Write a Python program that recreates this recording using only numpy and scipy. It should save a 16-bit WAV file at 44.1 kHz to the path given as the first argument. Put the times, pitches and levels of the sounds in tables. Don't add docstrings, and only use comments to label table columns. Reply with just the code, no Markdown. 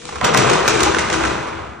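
import sys
import numpy as np
from scipy import signal
from scipy.fft import rfft, irfft, next_fast_len
from scipy.io import wavfile
from scipy.ndimage import map_coordinates

SR = 44100
rng = np.random.default_rng(int(sys.argv[2]) if len(sys.argv) > 2 else 0)


def write(x):
    x = np.atleast_2d(x).T
    wavfile.write(sys.argv[1], SR, np.round(np.clip(x, -1, 1) * 32767).astype(np.int16))

N = 79380
T = np.arange(N) / SR


def amp(db):
    return 10 ** (np.asarray(db) / 20)


def unit(x):
    return x / np.sqrt(np.mean(x ** 2) + 1e-20)


def along(points, hz):
    f, v = np.transpose(points)
    return np.interp(np.log(hz + 1), np.log(f + 1), v)


def level(points):
    return amp(np.interp(T, *np.transpose(points)))


def filtered(x, response):
    m = next_fast_len(N + SR // 2)
    spectrum = rfft(x, m) * response(np.fft.rfftfreq(m, 1 / SR))
    return irfft(spectrum, m)[..., :N]


def coloured(x, colour, size=2048):
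    gain = unit(amp(along(colour, np.fft.rfftfreq(size, 1 / SR))))
    cepstrum = irfft(np.log(gain + 1e-6))
    cepstrum[1:size // 2] *= 2
    cepstrum[size // 2 + 1:] = 0
    impulse = irfft(np.exp(rfft(cepstrum)))
    return signal.fftconvolve(x, impulse[None], axes=1)[:, :N]


def resonate(x, modes, treble_hz=2000):
    def response(f):
        ring = sum(amp(db) * 1j * f * w / (hz * hz - f * f + 1j * f * w) for hz, w, db in modes)
        return ring / (1 + 1j * f / treble_hz) ** 2
    return unit(filtered(x, response))


def spread(pair, side_db):
    side = amp(side_db)
    return np.array([pair[0] + side * pair[1], pair[0] - side * pair[1]]) / np.sqrt(1 + side ** 2)


def pan(left_db):
    g = amp(np.array([[left_db], [-left_db]]) / 2)
    return g / g.mean()


def crackle(rate, scatter_db, smooth):
    happens = rng.random((2, N)) < rate / SR
    sign = np.sign(rng.standard_normal((2, N)))
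    size = amp(scatter_db * np.clip(rng.standard_normal((2, N)), -2, 2))
    return unit(unit(happens * sign * size) + smooth * rng.standard_normal((2, N)))


def wobble(rate):
    return map_coordinates(rng.standard_normal(int(N * rate / SR) + 4), [T * rate])


def tone(hz, wander, rough_db):
    wavering_hz = hz * (1 + wander * wobble(90.2))
    sine = np.sin(2 * np.pi * np.cumsum(wavering_hz) / SR)
    return unit(sine * amp(rough_db * wobble(34.83)))


# frequency_hz, time_to_fall_60_db_s
TILE_DECAY = [(100, 1.4), (400, 1.18), (1200, 1.71), (3000, 0.92), (6500, 0.6), (9800, 0.23), (11500, 0.1)]


def room(x, gap_s=0.0073):
    hz, t, z = signal.stft(rng.standard_normal((2, SR)), SR, nperseg=256)
    fade = amp(-60 * t / along(TILE_DECAY, hz)[:, None])
    tail = signal.istft(z * fade, SR, nperseg=256)[1][:, :SR]
    build_up = 1 - np.exp(-(T[:SR] / gap_s) ** 2)
    tail *= build_up / np.sqrt(SR / np.log(10 ** 6))
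    return signal.fftconvolve(x, tail, axes=1)[:, :N]


WALL_DELAY_S, WALL_SPREAD_S, WALL_DB = .011, .02, -10


def walls(x, count=10):
    taps = np.zeros((2, SR // 8))
    for side in taps:
        delays = np.clip(WALL_DELAY_S + WALL_SPREAD_S * rng.random(count), 0, .1)
        side[(delays * SR).astype(int)] = rng.choice([-1, 1], count) / np.sqrt(count)
    return amp(WALL_DB) * signal.fftconvolve(x, taps, axes=1)[:, :N]


# time_s, level_db
RUMBLE_LEVEL = [(0, -43), (.2, -43.5), (.244, -24), (.33, -28), (.39, -22), (.48, -28.5), (.556, -24.5),
                (.636, -33.5), (.722, -29), (1.098, -33.5), (1.348, -33.5), (1.484, -44), (1.574, -37),
                (1.8, -48.5)]
# pitch_hz, width_hz, level_db
HOLDER_MODES = [(133, 12.3, 4), (156.7, 15, 2.5), (189.8, 14, -.5), (223.7, 14, -0.5), (280, 22, -5)]
# time_s, level_db
BOOM_LEVEL = [(0, -48), (.05, -46), (.18, -39.5), (.25, -35), (.6, -39.5), (.87, -29.5), (1.05, -33),
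              (1.3, -32), (1.48, -39.5), (1.7, -36.5), (1.8, -48)]
# frequency_hz, level_db
BOOM_TONE = [(15, -24), (32, -15), (45, -15), (58, -21), (66, 4), (76, -6), (92, -3.5), (115, -17.5),
             (250, -11.5), (1000, -80)]


def rumble():
    chatter = spread(crackle(rate=330, scatter_db=0.0, smooth=0.89), side_db=-19)
    holder = resonate(chatter, HOLDER_MODES)
    noise = spread(rng.standard_normal((2, N)), side_db=-29)
    boom = unit(filtered(noise, lambda hz: amp(along(BOOM_TONE, hz))))
    roll = amp(1.2) * holder * level(RUMBLE_LEVEL) * pan(left_db=6.0)
    return roll + boom * level(BOOM_LEVEL) * pan(left_db=4.5)


# time_s, level_db
CHATTER_LEVEL = [(0, -49), (.08, -45), (.13, -37), (.2, -44), (.25, -30), (.32, -25), (.41, -21),
                 (.545, -23.5), (.62, -23.5), (.74, -26), (.88, -24), (1.07, -32), (1.15, -29.5),
                 (1.3, -32.5), (1.43, -36), (1.5, -39.5), (1.62, -41), (1.8, -48)]
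# pitch_hz, width_hz, level_db
HOUSING_MODES = [(369.6, 37, -3.5), (398, 30, -0.5), (441.2, 31, 2), (486.3, 17, 0.5), (613, 18, 3.5),
                 (678.5, 25, 4)]
# time_s, pitch_hz, level_db
CORE_HUM = [(.25, 478.6, -39), (.34, 456.3, -24), (.41, 432.7, -20.5), (.48, 420.4, -25), (.54, 369.3, -16),
            (.58, 368, -23), (0.631, 384.7, -32), (0.691, 414.7, -21.5), (.75, 437, -17.5),
            (.79, 400.2, -28), (0.848, 360.4, -20), (.91, 372.4, -38), (1.001, 403.9, -27),
            (1.07, 400.2, -39), (1.14, 378.2, -22.5), (1.22, 348, -30.5), (1.4, 343.6, -43),
            (1.8, 340, -57)]
# time_s, level_db
SING_LEVEL = [(.25, -48), (.46, -31), (.62, -42), (.73, -23.5), (0.852, -23.5), (.97, -26.5), (1.08, -41.5),
              (1.16, -22), (1.28, -26.5), (1.42, -32), (1.49, -48), (1.54, -31), (1.62, -45.5),
              (1.8, -50.5)]
SING_HZ = 326
HUM_WANDER, SING_WANDER = .02, .022


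def whirr(reach_octaves=.4):
    s, pitch_hz, hum_db = np.transpose(CORE_HUM)
    centre_hz = np.interp(T, s, pitch_hz)
    chatter = spread(crackle(rate=900, scatter_db=1, smooth=1.0), side_db=-22)
    weights = np.array([amp(db) / (1 + (np.log2(hz / centre_hz) / reach_octaves) ** 2)
                        for hz, width, db in HOUSING_MODES])
    weights /= np.linalg.norm(weights, axis=0)
    drone = sum(w * resonate(chatter, [mode]) for w, mode in zip(weights, HOUSING_MODES))
    hum = tone(centre_hz, HUM_WANDER, rough_db=1) * amp(np.interp(T, s, hum_db))
    sing = tone(SING_HZ, SING_WANDER, rough_db=2.0) * level(SING_LEVEL)
    mix = amp(-1) * drone * level(CHATTER_LEVEL) + amp(-4.5) * hum + amp(-2.5) * sing
    return mix * pan(left_db=10)


# time_s, level_db
FLUTTER_LEVEL = [(0, -49), (.08, -43.5), (.13, -35.5), (.205, -33), (.24, -15), (.325, -20.5), (.37, -19),
                 (.53, -16.5), (.63, -23.5), (.78, -21.5), (.86, -15.5), (.93, -27.5), (1.08, -25.5),
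                 (1.14, -25), (1.28, -22), (1.42, -29), (1.6, -31.5), (1.8, -48.5)]
# frequency_hz, level_db
FLUTTER_TONE = [(120, -14), (260, -8.5), (500, 0), (750, 0), (1050, 0.5), (1400, -2), (1800, -12),
                (2600, -9), (3200, -14.5), (4200, -19), (6000, -37.5), (10000, -55), (12000, -80)]
# time_s, level_db
SLIDE_LEVEL = [(0, -38.5), (.1, -34.5), (.23, -39), (.26, -28), (.33, -42), (.4, -22), (.54, -28),
               (.63, -30), (.74, -23.5), (.87, -28.5), (1.06, -32), (1.16, -27.5), (1.3, -30.5),
               (1.45, -42), (1.8, -55)]
# frequency_hz, level_db
SLIDE_TONE = [(800, -23), (2400, 2), (3700, -0.5), (4900, -2.5), (6200, -1.5), (7500, -1.5), (9700, -10.5),
              (10800, -54), (16000, -52)]
CLUMP_DB, CLUMPS_PER_S = 1.4, 70


def sheet():
    clumps = unit(amp(CLUMP_DB * wobble(CLUMPS_PER_S)))
    coarse = crackle(rate=500, scatter_db=0.5, smooth=0.62) * clumps
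    flutter = coloured(coarse * level(FLUTTER_LEVEL), FLUTTER_TONE)
    fine = crackle(rate=1200, scatter_db=-1.0, smooth=0.9) * np.sqrt(clumps)
    slide = coloured(fine * level(SLIDE_LEVEL), SLIDE_TONE)
    return amp(-1.5) * flutter + amp(-3.5) * slide


# frequency_hz, level_db
CREASE_TONE = [(400, -18.5), (1200, 7), (2300, 0), (3600, -5), (6200, -9), (9500, -20.5), (11000, -52)]
CREASES_PER_S, CREASE_T60_S = 110, .01
CREASE_SCATTER_DB, CREASE_DB = 2.5, -6.5


def crinkles():
    happens = rng.random(N) < CREASES_PER_S / SR
    starts = happens * amp(2 * CREASE_SCATTER_DB * np.clip(rng.standard_normal(N), -2, 2))
    power = np.abs(signal.fftconvolve(starts, amp(-60 * T / CREASE_T60_S) ** 2)[:N])
    ticks = unit(np.sqrt(power) * rng.standard_normal((2, N)))
    effort = np.sqrt(level(FLUTTER_LEVEL) * level(SLIDE_LEVEL))
    return amp(CREASE_DB) * coloured(ticks * effort, CREASE_TONE)


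# start_s, level_db, pitch_hz, time_to_fall_60_db_s
BUCKLES = [(.09, -19, 1180, 0.035), (.124, -21, 1025, .04), (.157, -17.5, 1093, 0.049),
           (.2135, -9, 1022, 0.038), (0.249, -11, 1340, 0.055), (0.3471, -4, 1043, 0.061),
           (.678, -12.5, 1403, 0.049), (.807, -10, 1088, 0.054), (.866, -11, 816, 0.075),
           (.874, -11, 1065, 0.038), (0.9462, -4, 1535, 0.027), (.967, -9, 1443, 0.037),
           (.989, -14, 1923, 0.041), (1.211, -19, 1156, .04), (1.2396, -4.5, 1378, 0.019),
           (1.251, -4.5, 1555, 0.021), (1.47, -23.5, 1160, 0.089)]
# ratio_to_pitch, level_db
POP_PARTIALS = [(.73, -3), (1, 1), (1.12, -5.5), (1.48, -9), (1.85, -11)]
POP_DB, POP_ATTACK_S = -2.5, 0.00055


def pops():
    out, t = np.zeros((2, N + SR)), T[:SR // 8]
    for start_s, db, hz, t60 in BUCKLES:
        phase = rng.random((2, 1))
        ring = sum(amp(part_db) * np.sin(2 * np.pi * (hz * ratio * t + phase))
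                   for ratio, part_db in POP_PARTIALS)
        fade = amp(db + POP_DB - 60 * t / t60) * (1 - np.exp(-t / POP_ATTACK_S))
        out[:, round(start_s * SR):][:, :len(t)] += fade * ring
    return out[:, :N]


# start_s, level_db, hold_s (before the release), low_body_db
SNAPS = [(.0533, -28.5, 0.00053, -2), (.089, -40.5, 0.0068, 6), (0.125, -45.5, 0.0046, 7),
         (0.156, -37, .009, 2.5), (.2118, -30, 0.0025, 9), (.2425, -23.5, 0.0015, 2),
         (.245, -18.5, 0.0036, 2.5), (.251, -22.5, 0.0052, 0.5), (.338, -23.5, 0.0059, -1),
         (0.3457, -20, 0.0025, 7), (0.373, -15.5, 0.0047, -1.5), (0.38, -26.5, .016, 3),
         (.497, -20, 0.007, 3.5), (0.531, -22.5, .009, 1.5), (.678, -15, 0.0088, -1.5),
         (0.8042, -21.5, 0.0068, 2), (.831, -16, 0.0055, -5), (0.947, -26, 0.0024, -3),
         (.985, -22.5, 0.012, 4), (1.1005, -23, 0.0022, 5), (1.127, -25.5, .017, 5.5),
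         (1.236, -32, 0.0033, 7.5), (1.251, -27, 0.0085, -1.5), (1.428, -40, 0.0056, -5),
         (1.467, -41.5, .025, 6)]
# frequency_hz, level_db
SNAP_TONE = [(600, -23), (2400, -6.5), (3800, 0), (4800, -2.5), (6000, 0.5), (7500, -3), (9800, -10.5),
             (10900, -40.5), (16000, -57)]
# frequency_hz, level_db
BODY_TONE = [(100, -21.5), (400, -3.5), (1300, -1), (2500, -3.5), (3500, -13.5), (6000, -36), (12000, -75)]
# frequency_hz, level_db
TOP_TONE = [(7000, -54), (10000, -20), (11500, -23), (13000, -6), (14500, 25), (16000, -1)]
SNAP_ATTACK_S, SNAP_RELEASE_S = .00015, .0022
FIRST_CREASE_DB, FIRST_CREASE_S = 4, .002


def snaps():
    crack, body = np.zeros((2, N))
    for start_s, db, hold_s, body_db in SNAPS:
        t = np.maximum(T - start_s, 0)
        burst = amp(db + FIRST_CREASE_DB * np.exp(-t / FIRST_CREASE_S))
        burst *= 1 - np.exp(-t / SNAP_ATTACK_S)
        burst *= np.exp(-np.maximum(t - hold_s, 0) / SNAP_RELEASE_S)
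        crack += burst
        body += amp(body_db) * burst
    creases = crack * crackle(rate=4000, scatter_db=1.0, smooth=0.67)
    low = body * crackle(rate=3000, scatter_db=0.0, smooth=1.0)
    main = coloured(creases, SNAP_TONE) + coloured(low, BODY_TONE)
    mostly_loudest = creases * (crack / crack.max()) ** 2
    return main, amp(-13.0) * coloured(mostly_loudest, TOP_TONE)


# frequency_hz, side_against_middle_db
PAPER_WIDTH = [(200, -7), (450, -4), (750, -7), (1150, -3.5), (1500, -10), (1950, -14), (2800, -3),
               (3800, -3.5), (4800, -1), (6500, -6.5), (10000, 0)]


def widen(pair):
    def middle_and_side(hz):
        side = amp(along(PAPER_WIDTH, hz))
        return np.array([np.ones_like(hz), side]) / np.hypot(1, side)
    mid, side = filtered(pair, middle_and_side)
    return np.array([mid + side, mid - side])


def scene():
    rustle = sheet() + crinkles()
    cracks, top = snaps()
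    buckles = pops()
    echo = walls(cracks) + room(amp(-4.5) * rustle + amp(1.5) * cracks + amp(-6) * buckles)
    paper = widen(rustle + cracks + top + buckles + echo) * pan(left_db=-0.4)
    return paper + whirr() + rumble()


# frequency_hz, right_leads_by_radians
PORT_PHASE = [(150, -0.7), (280, 0.4), (560, 2), (880, 1.5), (1300, 0), (2700, -0.47), (4500, 0), (6200, 1),
              (8200, 2.22), (10500, 1)]
TOP_HZ = 16400


def record(dry):
    half_turn = np.array([[-1], [1]]) / 2
    ports = filtered(dry, lambda hz: np.exp(1j * along(PORT_PHASE, hz) * half_turn))
    rounded = ports / (1 + np.abs(ports) ** 8) ** (1 / 8)
    return filtered(rounded, lambda hz: hz < TOP_HZ)


dry = scene()
out = record(dry)
write(out)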